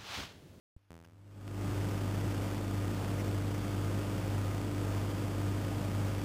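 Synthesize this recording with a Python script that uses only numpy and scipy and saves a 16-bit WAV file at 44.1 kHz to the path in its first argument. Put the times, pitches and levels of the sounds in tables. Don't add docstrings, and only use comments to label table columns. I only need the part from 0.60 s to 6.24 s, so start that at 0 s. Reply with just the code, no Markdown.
import sys
import numpy as np
from scipy import signal
from scipy.fft import rfft, irfft
from scipy.io import wavfile

SR = 44100
rng = np.random.default_rng(int(sys.argv[2]) if len(sys.argv) > 2 else 0)


def bounce(signal):
    frames = np.transpose(np.atleast_2d(signal))
    limited = np.clip(frames, -1, 1)
    pcm = np.round(limited * 32767).astype(np.int16)
    wavfile.write(sys.argv[1], SR, pcm)


N = 248724
T = np.arange(N) / SR
SWITCH_S, FIRST_STEP_S, FULL_VOLUME_S = .1643, .3061, 1.056
SHAFT_HZ, MAINS_HUM_HZ = 49.08, 100.0


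def undb(db):
    return 10 ** (np.asarray(db) / 20)


def noise(gain_at):
    hz = np.maximum(np.arange(N // 2 + 1) * SR / N, 1)
    shaped = irfft(rfft(rng.standard_normal(N)) * gain_at(hz), N)
    return shaped / np.std(shaped)


def drift(rate_hz):
    return noise(lambda hz: 1 / (1 + (hz / rate_hz) ** 4) * (hz > 1))


def bass_cut(voltage, corner_hz=100):
    return signal.sosfilt(signal.butter(2, corner_hz, "high", fs=SR, output="sos"), voltage)


def switch_pop(drive_db=-33, ring_hz=72, decay_s=.0027):
    age = np.maximum(T - SWITCH_S, 0)
    return undb(drive_db) * np.sin(2 * np.pi * ring_hz * age) * np.exp(-age / decay_s)


def circuit_hiss(hiss_db=-77):
    return undb(hiss_db) * noise(lambda hz: 1 / np.sqrt(1 + hz / 1500)) * (T > SWITCH_S)


def frame_ticks(frame_hz=29.976, first_s=.1786, sag_s=.0013, spike_s=.00023, scatter_db=.4):
    frames = (T - first_s) * frame_hz
    until_tick = (np.ceil(frames) - frames) / frame_hz
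    since_tick = frames % 1 / frame_hz
    sag = undb(-34) * until_tick / sag_s * np.exp(1 - until_tick / sag_s)
    spike = undb(-32.5) * np.exp(-(until_tick / spike_s) ** 4)
    rebound = undb(-42) * since_tick / sag_s * np.exp(1 - since_tick / sag_s)
    return bass_cut((rebound - sag - spike) * undb(scatter_db * drift(16)))


def volume_buzz(step_hz=83.333, step_db=-37, settle_s=.14):
    times = np.arange(FIRST_STEP_S, 1, 1 / step_hz)
    steps = np.zeros(N)
    steps[(times * SR).astype(int)] = undb(step_db) * np.exp(-(times - FIRST_STEP_S) / settle_s)
    return bass_cut(-np.cumsum(steps))


def small_ticks_and_scuffs():
    # (time [s], level at the crest [dB], centre [Hz], width [Hz], half-length [s])
    puffs = [(.449, -58.5, 1560, 800, 0.0043), (.45, -60.5, 2700, 1100, 0.0036),
             (.812, -56, 1490, 2500, .0006), (.8791, -39, 3400, 3500, 0.00012),
             (2.605, -49.5, 2100, 600, 0.012), (2.92, -45, 1100, 600, 0.0023)]
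    out = np.zeros(N)
    for at_s, db, centre_hz, width_hz, half_s in puffs:
        band = noise(lambda hz: 1 / (1 + (2 * (hz - centre_hz) / width_hz) ** 2))
        out += undb(db) * band * np.exp(-((T - at_s) / half_s) ** 2)
    return out


def mains_hum(iron_db=-36, rotor_db=-53.5, swell_s=1.09, waver_db=.74, wander_rad=.045):
    from_swell = T - swell_s
    iron_gain = undb(iron_db + waver_db * drift(3.7))
    iron = iron_gain * np.cos(2 * np.pi * MAINS_HUM_HZ * from_swell + wander_rad * drift(4.1))
    rotor = undb(rotor_db) * np.cos(2 * np.pi * 2 * SHAFT_HZ * from_swell)
    return np.sqrt(2) * (iron + rotor)


def motor_drone(waver=.12):
    # (multiple of the shaft rate, level at full volume [dB])
    partials = [(1, -48), (3, -62), (4, -52.5), (5, -57), (6, -45), (7, -53), (8, -64), (10, -68),
                (11, -58.5), (12, -63), (13, -62), (14, -61), (17, -68.5), (25, -60)]
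    out = np.zeros(N)
    for multiple, db in partials:
        phase = 2 * np.pi * (multiple * SHAFT_HZ * T + rng.random())
        scatter = waver * np.log(1 + multiple) / 2
        tone = (1 + scatter * drift(1.9)) * np.sin(phase)
        shimmer = scatter * drift(6.7) * np.cos(phase)
        out += undb(db) * (tone + shimmer)
    return np.sqrt(2) * out


def outdoor_air(level_db=-39, flutter_db=.5):
    # (frequency [Hz], relative spectral level [dB])
    tone_curve = [(25, -22), (45, -14), (70, -8), (120, 1), (190, 0.5), (290, -5), (450, -6), (700, -12.5),
                  (900, -12.5), (1150, -16.5), (1350, -15), (1700, -19.5), (2500, -21.5), (3400, -21.5),
                  (4000, -23.5)]
    points_hz, db = np.transpose(tone_curve)
    wash = noise(lambda hz: undb(np.interp(np.log(hz), np.log(points_hz), db)))
    return wash * undb(level_db + flutter_db * drift(1.9))


def volume_db(off_db=-86, low_db=-45):
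    still_to_rise = np.clip((FULL_VOLUME_S - T) / (FULL_VOLUME_S - FIRST_STEP_S), 0, 1)
    return np.where(T < SWITCH_S, off_db, low_db * still_to_rise)


def scene(motor_fade_depth=.92, hum_fade_depth=.77):
    fade_db = volume_db()
    garden = outdoor_air() * undb(fade_db)
    garden += motor_drone() * undb(motor_fade_depth * fade_db)
    garden += mains_hum() * undb(hum_fade_depth * fade_db)
    camera = switch_pop() + volume_buzz() + circuit_hiss() + frame_ticks() * undb(fade_db)
    return (garden + camera + small_ticks_and_scuffs())[None]


def record(dry, sample_hz=8000, top_hz=15500):
    samples = signal.resample_poly(dry, sample_hz, SR, axis=1)
    staircase = samples[:, (T * sample_hz).astype(int)]
    steep_lowpass = signal.ellip(14, .1, 80, top_hz, fs=SR, output="sos")
    return signal.sosfilt(steep_lowpass, staircase)


dry = scene()
out = record(dry)
bounce(out)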